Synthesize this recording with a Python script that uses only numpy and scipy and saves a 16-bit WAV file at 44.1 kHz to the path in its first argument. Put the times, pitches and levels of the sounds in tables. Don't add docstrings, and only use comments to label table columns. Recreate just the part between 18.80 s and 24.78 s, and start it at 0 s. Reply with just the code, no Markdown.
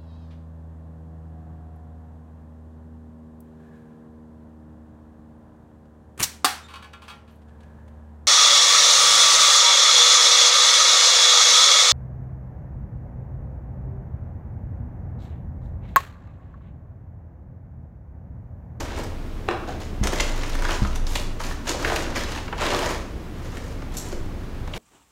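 import sys
import numpy as np
from scipy import signal
from scipy.fft import rfft, irfft
from scipy.io import wavfile

SR = 44100
rng = np.random.default_rng(int(sys.argv[2]) if len(sys.argv) > 2 else 0)


def generate_wav(sig):
    pcm = np.round(np.clip(np.atleast_2d(sig).T, -1, 1) * 32767).astype(np.int16)
    wavfile.write(sys.argv[1], SR, pcm)


N = 263673
TIME = np.arange(N) / SR

# start in seconds, swell in seconds, hold in seconds, nominal crease level in dB,
# bag walls in dB re creases, fine crackle in dB re creases.
STROKES = [(0.0, 0.0017, 0.0067, -33.5, 4, -11.5), (0.052, 0.048, .07, -40, -1.5, -26),
           (0.133, 0.041, 0.028, -40, 9, -10), (0.864, 0.018, 0.023, -43.5, 7.5, -14.5),
           (0.987, 0.018, 0.017, -44, -3, -12), (1.225, 0.0077, .04, -38, 5.5, -11),
           (1.285, 0.049, 0.065, -33.5, -1, -11), (1.398, .03, 0.5, -38.5, -1, -12.5),
           (1.806, 0.084, 0.055, -31.5, -2, -13.5), (1.964, 0.017, 0.17, -44, -6, -10),
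           (2.255, 0.017, 0.12, -39.5, -2.5, -4), (2.587, 0.012, .11, -38.5, -2, -8),
           (2.829, .055, 0.031, -31.5, -3, -11), (2.958, 0.047, 0.21, -32.5, 2.5, -11.5),
           (3.204, .03, 0.13, -41, 4, -17), (3.317, 0.057, 0.021, -28, -8.5, -15.5),
           (3.467, 0.029, 0.097, -36, -5, -15), (3.723, 0.12, 0.091, -27, -0.5, -17.5),
           (3.916, 0.026, 0.18, -33.5, 3.5, -10), (4.47, .17, 0.29, -48.5, 2, -9.5),
           (5.081, 0.068, 0.2, -48, 0.5, -5.5), (5.901, 0.061, .03, -41, 2, -7.5)]
SAG_DB_PER_S, RELEASE_DB_PER_S = 8.5, 200

# frequency in Hz, relative spectral density in dB.
PAPER_COLOUR = [(190, -11), (300, -1.5), (550, -0.5), (800, -2.5), (1050, -2), (2000, -5), (3200, -8.5),
                (4800, -14), (6500, -16.5), (8000, -26), (9500, -28), (12500, -33.5), (15500, -39)]
ZONE_CENTRES_HZ = [550, 3000, 10500]
ZONE_BORDERS_HZ = [1200, 7000]

# time in seconds, nominal peak in dB, fine crackle in dB re that peak,
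# panel pitch in Hz.
CREASE_SNAPS = [(0.237, -36, -2, 7600), (1.237, -20.5, -10, 7300), (1.2709, -15.5, -13.5, 8900),
                (1.329, -25.5, -17, 650), (1.3991, -16.5, -16, 2430), (1.4051, -15.5, -11, 6700),
                (1.634, -27, -9, 2420), (1.7525, -29.5, -1, 1400), (1.822, -27, -3, 1200),
                (1.85, -21, -19, 1500), (1.891, -23, -23, 1290), (1.908, -22.5, -12, 2500),
                (2.049, -25, -26, 1000), (2.158, -25.5, -11, 8650), (2.2683, -31.5, -4, 4940),
                (2.3556, -18, -4, 3020), (2.602, -26.5, -11, 1140), (2.71, -30, -11, 1380),
                (2.8927, -17, -11, 6200), (2.944, -28, -22, 556), (3.047, -18.5, -16, 1900),
                (3.0986, -18, -34, 1390), (3.12, -23.5, -25, 690), (3.1603, -20, -2, 2570),
                (3.365, -27.5, -11, 1600), (3.52, -31, -9, 3000), (3.68, -27.5, -24, 1280),
                (3.727, -21.5, -59, 1150), (3.834, -31, -10, 2220), (3.937, -22.5, -16, 700),
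                (4.029, -21.5, -26, 915), (4.043, -28, -15, 810), (4.111, -28.5, -5, 1020),
                (4.77, -33.5, -5, 1690), (5.021, -35.5, -16, 1270), (5.285, -38.5, -4, 9800),
                (5.326, -31, -7, 400), (5.8758, -34, -11, 870), (5.9372, -28, -27, 3050)]
SNAP_PANEL_HZ, SNAP_DECAY_S = 2000, 0.0054
SNAP_WALLS_DB_PER_OCTAVE = -2.5
CRINKLES_PER_S, CRINKLE_DB, CRINKLE_SPREAD_DB = 26, 3, 0.5
CRINKLE_PITCH_HZ = [805, 7000]
# frequency in Hz, width in Hz, gain in dB.
BAG_MODES = [(254, 80, -8), (329, 29, 2.5), (448, 3.6, 4), (578, 130, -4.5), (973, 73, -5.5)]

# time in seconds, strength in dB, contact hardness (lowpass) in Hz.
CARROT_KNOCKS = [(0.6807, -16, 3000), (0.6868, -1, 5300), (0.7111, -8, 4440), (0.8829, -26, 7000),
                 (0.8917, -20, 8000)]
# frequency in Hz, width in Hz, gain in dB.
COUNTER_MODES = [(338, 19, 13), (630, 330, 5), (750, 34, 7.5), (1060, 210, 1), (1300, 700, -12),
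                 (2100, 900, -27), (3480, 600, -20), (6360, 1100, -38)]
# time in seconds, strength in dB.
PACKET_FLICKS = [(5.139, -33), (5.169, -18.5), (5.175, -23), (5.183, -22), (5.197, -28), (5.212, -30)]
# frequency in Hz, width in Hz, gain in dB.
FILM_MODES = [(4000, 1100, -7), (5530, 300, -3), (6260, 200, 1), (6950, 330, -1), (7400, 310, 1.5),
              (8250, 200, -1), (11300, 2000, -8.5), (13700, 700, -17)]

# time in seconds, strength in dB.
MOUNT_BUMPS = [(1.2125, -21.5), (2.0196, -19.5)]
# frequency in Hz, gain in dB, 60 dB decay time in seconds.
MOUNT_MODES = [(61.2, 4, 0.39), (108, 10.5, 0.045), (200, 0, 0.27)]
WOBBLE_HZ, WOBBLE_DB = 25.85, -34.5
SWING_START_S, SWING_END_S = 1.2, 2.74
SWING_DB, SWING_EASE_S = 7.5, 0.052

# frequency in Hz, relative spectral density in dB.
AIR_COLOUR = [(20, -12), (40, -1), (70, 2), (100, 0), (150, -7.5), (280, -8), (450, -15), (800, -21.5),
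              (1500, -26), (3000, -32.5), (6500, -41), (9000, -46), (16000, -50)]
AIR_DB = -33.5
# frequency in Hz, rms level in dB.
HUM_TONES = [(60, -44.5), (323, -65.5)]
# frequency in Hz, 60 dB decay time in seconds.
KITCHEN_DECAY = [(200, 0.81), (550, 0.68), (1500, 0.61), (4000, 0.56), (8000, 0.52), (15000, 0.23)]
PAPER_ROOM_DB = -3.5
CUTOFF_HZ = 15750


def from_db(db):
    return 10 ** (np.asarray(db) / 20)


def rms_one(x):
    return x / np.sqrt(np.mean(x ** 2) + 1e-20)


def at_hz(points, hz):
    points = np.array(points)
    return np.interp(np.log(hz), np.log(points[:, 0]), points[:, 1])


def drift(rate_hz):
    r = np.exp(-80 * np.pi * rate_hz / SR)
    noise = rng.standard_normal(N // 40 + 2002)
    slow = signal.lfilter([1], [1, -2 * r, r * r], noise)[2000:]
    return np.interp(np.arange(N) / 40, np.arange(len(slow)), rms_one(slow))


def butter(x, hz, kind, order=2):
    return signal.sosfilt(signal.butter(order, hz, kind, fs=SR, output="sos"), x + 1e-18)


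def ring(x, hz, t60):
    r, w = np.exp(-np.log(1000) / (t60 * SR)), 2 * np.pi * hz / SR
    return signal.lfilter([0, np.sin(w)], [1, -2 * r * np.cos(w), r * r], x + 1e-18)


def resonance(x, hz, width):
    r = np.exp(-np.pi * width / SR)
    feedback = [1, -2 * r * np.cos(2 * np.pi * hz / SR), r * r]
    return signal.lfilter(np.array([1, 0, -1]) * (1 - r * r) / 2, feedback, x)


def fade(x, seconds):
    return signal.lfilter([1], [1, -np.exp(-1 / (seconds * SR))], x + 1e-18)


def clicks(times, sizes):
    return np.bincount((np.asarray(times) * SR).astype(int), sizes, N)[:N]


def effort_db():
    power = 1e-12
    for start, swell, hold, db, walls, crackle in STROKES:
        age = TIME - start
        rise = np.clip(age / swell, 0, 1) ** 2
        sag_db = SAG_DB_PER_S * np.clip(age - swell, 0, hold)
        release_db = RELEASE_DB_PER_S * np.clip(age - swell - hold, 0, 1)
        stroke = rise * from_db(-sag_db - release_db)
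        zone_gain = from_db(db + np.array([[walls], [0], [crackle]]))
        power = power + zone_gain ** 2 * stroke ** 2
    return 10 * np.log10(power)


def paper_bands():
    edges = np.geomspace(200, 16500, 17)
    centres = np.sqrt(edges[1:] * edges[:-1])
    power = from_db(at_hz(PAPER_COLOUR, centres)) ** 2 * np.diff(edges)
    zone_db = 10 * np.log10(np.bincount(np.searchsorted(ZONE_BORDERS_HZ, centres), power))
    log_zones = np.log(ZONE_CENTRES_HZ)
    weights = np.transpose([np.interp(np.log(centres), log_zones, row) for row in np.eye(len(log_zones))])
    share_db = 10 * np.log10(power) - weights @ zone_db
    return zip(zip(edges, edges[1:]), centres, share_db, weights)


def rustle(effort, buckles_per_s=280, size_db=3.5, colour_db=3.5, ring_s=0.0025, level_db=-1.0):
    slide_share = 0.3
    white, out = rng.standard_normal((2, N)), 0
    buckles = np.flatnonzero(rng.random(N) < buckles_per_s / SR)
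    sizes_db = size_db * np.minimum(rng.exponential(1, len(buckles)), 3.5)
    for k, (band, hz, share_db, weights) in enumerate(paper_bands()):
        colours_db = colour_db * rng.standard_normal(len(buckles))
        energy = np.zeros(N)
        energy[buckles] = from_db(sizes_db + colours_db) ** 2
        energy = fade(energy, ring_s * (3000 / hz) ** 0.5)
        envelope = np.sqrt(slide_share + (1 - slide_share) * energy / energy.mean())
        grains = rms_one(butter(white[k % 2] * envelope, band, "band"))
        out = out + from_db(level_db + share_db + weights @ effort) * grains
    return out


def crinkles(effort):
    when, size, pitch = rng.random((int(CRINKLES_PER_S * N / SR), 3)).T
    s = np.interp(when, [0, 1], [0.02, TIME[-1]])
    _, creases, crackle = effort[:, (s * SR).astype(int)]
    peak = creases + CRINKLE_DB + CRINKLE_SPREAD_DB * (2 * size - 1)
    low, high = CRINKLE_PITCH_HZ
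    return np.column_stack([s, peak, crackle - creases, low * (high / low) ** pitch])


def snaps(rows, level_db=-1.0, panel_db=9.5, panel_octaves=0.47, walls_db=-2.0, crackle_db=-4.0,
          creep_s=0.0016, creep_db=-3.0):
    s, peak, crackle, pitch = np.transpose(rows)
    walls = SNAP_WALLS_DB_PER_OCTAVE * np.log2(pitch / SNAP_PANEL_HZ)
    zones = peak + np.array([walls + walls_db, np.zeros(len(s)), crackle + crackle_db])
    age = np.arange(-SR // 80, SR // 30) / SR
    strain = from_db(creep_db) * np.exp(-np.abs(age) / creep_s)
    release = np.exp(-np.abs(age) / SNAP_DECAY_S)
    bursts = np.where(age < 0, strain, release) * rng.standard_normal((2, len(s), len(age)))
    times = (np.round(s * SR)[:, None] + 0.5) / SR + age
    out = 0
    for k, (band, hz, share_db, weights) in enumerate(paper_bands()):
        near = np.exp(-0.5 * (np.log2(hz / pitch) / panel_octaves) ** 2)
        gain = from_db(level_db + share_db + weights @ zones + panel_db * (near - 0.5))
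        gain = gain * np.sqrt(SR / 2 / np.diff(band))
        sources = clicks(times.ravel(), (gain[:, None] * bursts[k % 2]).ravel())
        out = out + butter(sources, band, "band")
    return out


def bag(paper, hollow_db=0.0, walls_db=-2.0):
    hollow = sum(from_db(db + hollow_db) * resonance(paper, hz, width) for hz, width, db in BAG_MODES)
    wall_change = (from_db(walls_db) - 1) * butter(paper, 1150, "low", order=1)
    return paper + hollow + wall_change


def struck(times, db, contact_s, modes):
    force = fade(clicks(times, from_db(db)), contact_s)
    out = 0
    for hz, width, mode_db in modes:
        out = out + from_db(mode_db) * resonance(force * rng.standard_normal(N), hz, width)
    return out


def carrot(contact_s=0.0027, level_db=0.0):
    out = 0
    for s, db, hardness_hz in CARROT_KNOCKS:
        out = out + butter(struck([s], [db + level_db], contact_s, COUNTER_MODES), hardness_hz, "low")
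    return out


def packet(contact_s=0.0052, level_db=0.0):
    s, db = np.transpose(PACKET_FLICKS)
    return struck(s, db + level_db, contact_s, FILM_MODES)


def mount(soft_hz=320, waver_db=3.0, wobble_width_hz=2.72):
    s, db = np.transpose(MOUNT_BUMPS)
    push = butter(clicks(s, -from_db(db)), soft_hz, "low")
    thuds = sum(from_db(mode_db) * ring(push, hz, t60) for hz, mode_db, t60 in MOUNT_MODES)
    phase = 2 * np.pi * np.cumsum(WOBBLE_HZ + wobble_width_hz * drift(3.55)) / SR
    inside_s = np.minimum(TIME - SWING_START_S, SWING_END_S - TIME)
    swung = np.clip(inside_s / SWING_EASE_S + 1, 0, 1)
    sway_db = WOBBLE_DB + SWING_DB * swung + waver_db * drift(4.5)
    return thuds + from_db(sway_db) * np.sqrt(2) * np.sin(phase)


def room_noise():
    hz = np.maximum(np.fft.rfftfreq(N, 1 / SR), 1)
    air = rms_one(irfft(rfft(rng.standard_normal(N)) * from_db(at_hz(AIR_COLOUR, hz)), N))
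    hum = 0
    for tone_hz, db in HUM_TONES:
        hum = hum + from_db(db) * np.sqrt(2) * np.sin(2 * np.pi * tone_hz * (TIME + rng.random()))
    return from_db(AIR_DB) * air + hum


def kitchen(x, first_echo_s=0.0059, build_s=0.00067, dull_hz=11000):
    age = TIME[:SR * 3 // 4]
    edges = np.geomspace(100, 17000, 12)
    tail = 0
    for low, high in zip(edges, edges[1:]):
        decay = np.exp(-np.log(1000) * age / at_hz(KITCHEN_DECAY, np.sqrt(low * high)))
        shape = decay * (1 - np.exp(-np.maximum(age - first_echo_s, 0) / build_s))
        echoes = butter(rng.standard_normal(len(age)), [low, high], "band")
        tail = tail + echoes * shape / np.linalg.norm(shape)
    return signal.fftconvolve(x, butter(tail, dull_hz, "low", order=1))[:N]


def scene(carrot_room_db=-1.0, packet_room_db=-3.0, moves_per_s=3.0):
    effort = effort_db()
    creases = snaps(np.vstack([CREASE_SNAPS, crinkles(effort)]))
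    paper = bag(rustle(effort) + creases)
    knocks, film = carrot(), packet()
    sent = from_db(PAPER_ROOM_DB) * paper + from_db(carrot_room_db) * knocks + from_db(packet_room_db) * film
    facing = np.pi * drift(moves_per_s)
    room = kitchen(sent * np.cos(facing)) + kitchen(sent * np.sin(facing))
    return (paper + knocks + film + room + mount() + room_noise())[None]


def record(dry):
    return signal.sosfilt(signal.ellip(12, 0.1, 90, CUTOFF_HZ, fs=SR, output="sos"), dry)


dry = scene()
out = record(dry)
generate_wav(out)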